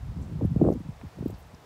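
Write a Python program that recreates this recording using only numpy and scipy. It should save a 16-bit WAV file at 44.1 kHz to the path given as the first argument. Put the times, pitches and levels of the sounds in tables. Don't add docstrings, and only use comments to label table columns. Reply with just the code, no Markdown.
import sys
import numpy as np
from scipy import signal
from scipy.io import wavfile

SR = 44100
rng = np.random.default_rng(int(sys.argv[2]) if len(sys.argv) > 2 else 0)


def pcm_store(signal):
    levels = np.round(np.clip(np.atleast_2d(signal), -1, 1) * 32767)
    wavfile.write(sys.argv[1], SR, levels.astype(np.int16).T)


def level_to_linear(level):
    exponent = np.asarray(level, float) / 20
    return 10 ** exponent


N = 72765


def rms_one(x):
    return x / np.sqrt(np.mean(x ** 2) + 1e-20)


def at_hz(points, hz):
    point_hz, point_db = np.transpose(points)
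    return np.interp(np.log(hz), np.log(point_hz), point_db)


def band(x, low_hz, high_hz):
    edges_hz = [low_hz, min(high_hz, .45 * SR)]
    return signal.sosfilt(signal.butter(2, edges_hz, "band", fs=SR, output="sos"), x)


def drift(rate_hz):
    hop, settle = 40, 2000
    white = rng.standard_normal(N // hop + settle + 2)
    pole = np.exp(-2 * hop * np.pi * rate_hz / SR)
    slow = signal.lfilter([1], [1, -2 * pole, pole * pole], white)[settle:]
    return np.interp(np.arange(N) / hop, np.arange(len(slow)), rms_one(slow))


def bands(spectrum, edges_hz, gain_db):
    white = rng.standard_normal((2, N + SR))
    colour, out = 0, 0
    for k, (low, high) in enumerate(zip(edges_hz, edges_hz[1:])):
        centre_hz = np.sqrt(low * high)
        narrow = band(band(white[k % 2], low, high), low / 1.3, high * 1.3)[SR:]
        part = level_to_linear(at_hz(spectrum, centre_hz)) * narrow
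        colour = colour + part
        out = out + part * level_to_linear(gain_db(centre_hz))
    return out / colour.std()


def needles():
    # hz, density_db (dB per Hz)
    needle_spectrum = [(60, -6.5), (200, -14), (420, -9.5), (800, -7), (1200, -13.5), (2200, -20),
                       (6000, -27), (11000, -37)]
    level_db, patch_db = -55, .35
    together = drift(3.7)

    def gain_db(hz):
        return patch_db * (together + drift(4.0))

    half_octaves_hz = 45 * 2 ** np.arange(0, 9.1, .5)
    return level_to_linear(level_db) * bands(needle_spectrum, half_octaves_hz, gain_db)


def rustles():
    # start_s, level_db (rms), centre_hz, length_s
    leaf_puffs = [(0.222, -60.5, 6840, 0.012), (0.231, -66, 7500, 0.024), (0.446, -67.5, 11500, 0.028),
                  (0.458, -68, 3300, 0.019), (0.498, -76, 12400, .03), (.61, -72.5, 9000, .14),
                  (0.67, -74, 12100, 0.077), (0.723, -63, 6000, 0.02), (0.73, -69, 10600, 0.016),
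                  (0.793, -74, 11000, 0.0089), (.887, -67.5, 10000, 0.013), (1.058, -72, 13900, .014),
                  (1.078, -74, 14000, .016), (1.25, -66, 13200, .016), (1.278, -54, 14000, 0.0076),
                  (1.279, -59, 4960, 0.0068), (1.28, -60, 7300, 0.0046), (1.289, -63.5, 13600, 0.027),
                  (1.301, -61, 7560, 0.0084), (1.336, -64, 4800, 0.021), (1.379, -66, 13700, 0.043),
                  (1.425, -66.5, 8800, 0.014), (1.469, -72, 14500, 0.0093), (1.355, -73, 14000, .008),
                  (1.277, -63, 9300, 0.0094), (0.216, -68.5, 10500, 0.0071), (1.545, -62.5, 5540, 0.0082)]
    grain_db, stir_db = 3.5, -78
    core_oct, skirt_oct, skirt_db = .25, .9, -11
    t = np.arange(N) / SR
    grainy = rng.standard_normal(N) * level_to_linear(grain_db * drift(100.0))

    def puff_band(hz, half_width_oct):
        return rms_one(band(grainy, hz / 2 ** half_width_oct, hz * 2 ** half_width_oct))

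    out = level_to_linear(stir_db) * rms_one(band(grainy, 7000, 18000))
    for start_s, level_db, centre_hz, length_s in leaf_puffs:
        puff = puff_band(centre_hz, core_oct) + level_to_linear(skirt_db) * puff_band(centre_hz, skirt_oct)
        swell = np.sin(np.pi * np.clip((t - start_s) / length_s, 0, 1))
        out += level_to_linear(level_db) * puff * swell
    return out


def twig():
    # pitch_hz, level_db
    twig_modes = [(760, 1), (930, -1), (1250, -8), (1500, -6), (1800, -8), (2100, -8), (2400, -10)]
    start_s, tap_db, t60_s = 1.0135, -44, .026
    t = np.maximum(np.arange(N) / SR - start_s, 0)
    decay_db = tap_db - 60 * t / t60_s
    return sum(level_to_linear(decay_db + level_db) * np.sin(2 * np.pi * hz * t) for hz, level_db in twig_modes)


def rumble():
    # time_s, level_db, tilt_db (dB per octave about 120 Hz)
    gust_course = [(0, -43, -6.5), (.22, -33, 0.5), (0.387, -38, 2), (0.432, -24.5, 4.5), (.475, -34.5, -8),
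                   (.6, -36, 6), (0.641, -26.5, 4.5), (.725, -25, 5), (.78, -47.5, -11), (.92, -46, -4.5),
                   (1.0, -53.5, -9), (1.05, -44, -8), (1.11, -64.5, 0), (1.16, -54, 3), (1.189, -36.5, -2),
                   (1.291, -34, -1), (1.37, -51, -7.5), (1.65, -59, 7)]
    # hz, density_db (dB per Hz)
    rumble_spectrum = [(25, -23.5), (50, -0.5), (85, 3), (170, -2.5), (300, -18.5), (500, -24.5),
                       (900, -57.5)]
    lump_db, lumps_hz = 4, 7
    time_s, level_db, tilt_db = np.transpose(gust_course)
    t = np.arange(N) / SR
    lumps = drift(lumps_hz)

    def gain_db(hz):
        wind_db = np.interp(t, time_s, level_db + tilt_db * np.log2(hz / 120))
        return wind_db + lump_db * (0.55 * lumps + 0.23 * drift(lumps_hz))

    half_octaves_hz = 22 * 2 ** np.arange(0, 6.1, .5)
    return bands(rumble_spectrum, half_octaves_hz, gain_db)


def eddies():
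    # start_s, peak_db, pitch_hz (on
    # arrival), length_s
    port_eddies = [(.085, -28, 142, 0.034), (.208, -21.5, 169, 0.021), (.293, -35, 287, 0.033),
                   (0.347, -26.5, 207.8, 0.047), (.409, -26.5, 686, 0.014), (0.42, -14.5, 279, 0.0197),
                   (.447, -14.5, 263.3, 0.018), (0.494, -25.5, 218.7, 0.06), (.56, -13, 250, 0.019),
                   (0.594, -23.5, 247, 0.019), (.613, -7, 427, 0.012), (0.643, -19, 406, 0.0075),
                   (0.652, -11.5, 450, 0.0061), (.660, -15.5, 432, 0.015), (0.674, -16, 470, .013),
                   (0.685, -15, 786, 0.01226), (.702, -12.5, 438, 0.0083), (.714, -21, 374, 0.023),
                   (0.745, -27, 348, 0.045), (0.799, -30.5, 284, 0.033), (.845, -34, 226, 0.049),
                   (0.884, -26, 209.4, 0.034), (1.03, -33, 266, 0.042), (1.184, -30.5, 407, 0.017),
                   (1.206, -24.5, 213, 0.014), (1.222, -28, 399, 0.019), (1.255, -20.5, 324.5, 0.023),
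                   (1.297, -30.5, 520, 0.011), (1.321, -33.5, 251.5, 0.036), (1.531, -40, 242, 0.032),
                   (0.159, -29.5, 226, 0.036), (0.254, -33, 230, 0.019), (.32, -31.5, 241.5, 0.033),
                   (0.366, -40, 240, .025), (.433, -24, 335, 0.015), (.468, -39, 238, 0.039),
                   (.51, -25.5, 199, 0.045), (.54, -31.5, 221, .02), (.622, -11, 345, 0.0156),
                   (.693, -22.5, 288, 0.0155), (0.766, -31.5, 260, 0.023), (1.171, -31.5, 224, 0.018),
                   (1.258, -26, 564, 0.012), (1.266, -24.5, 163, 0.02), (1.337, -30.5, 197, 0.02),
                   (.443, -30, 710, 0.013), (.638, -28, 760, 0.0089), (.647, -25, 960, 0.011),
                   (.663, -28, 965, .012), (.673, -32, 836, 0.0097), (.716, -27.5, 790, 0.0134),
                   (.726, -28, 616, 0.0106), (.559, -31.5, 607, .01), (1.53, -40, 108, 0.032),
                   (.425, -18.5, 147, 0.026)]
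    # pitch_ratio, level_db, length_ratio
    eddy_swirls = [
        (1.687, -11, 0.754),
        (1.033, -1.5, 0.907),
        (0.5254, -11.5, 1.99),
    ]
    end_pitch, slowing = 0.43, 0.41
    early_peak, wobble_oct = .7, .2
    out = np.zeros(N + SR)
    for start_s, peak_db, pitch_hz, length_s in port_eddies:
        start = int(start_s * SR)
        for pitch_ratio, level_db, length_ratio in eddy_swirls:
            samples = length_ratio * length_s * SR
            u = np.arange(int(samples)) / samples
            uneven = np.interp(u, np.linspace(0, 1, 8), rng.standard_normal(8))
            falling = end_pitch + (1 - end_pitch) * np.exp(-u / slowing)
            hz = pitch_ratio * pitch_hz * falling * 2 ** (wobble_oct * uneven)
            turns = np.cumsum(hz) / SR + rng.standard_normal()
            swell = np.sin(np.pi * u ** early_peak) ** 2
            out[start:start + len(u)] += level_to_linear(peak_db + level_db) * np.sin(2 * np.pi * turns) * swell
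    return signal.sosfilt(signal.butter(3, 1165, fs=SR, output="sos"), out[:N])


def scene():
    return (needles() + rustles() + twig() + rumble() + eddies())[None]


def top_cut(x):
    return signal.sosfilt(signal.butter(12, 15680, fs=SR, output="sos"), x)


def record(dry):
    x = signal.sosfilt(signal.butter(2, 45, "high", fs=SR, output="sos"), dry)
    x = signal.sosfilt(signal.ellip(10, .2, 70, 15700, fs=SR, output="sos"), x)
    return top_cut(x)


dry = scene()
out = record(dry)
pcm_store(out)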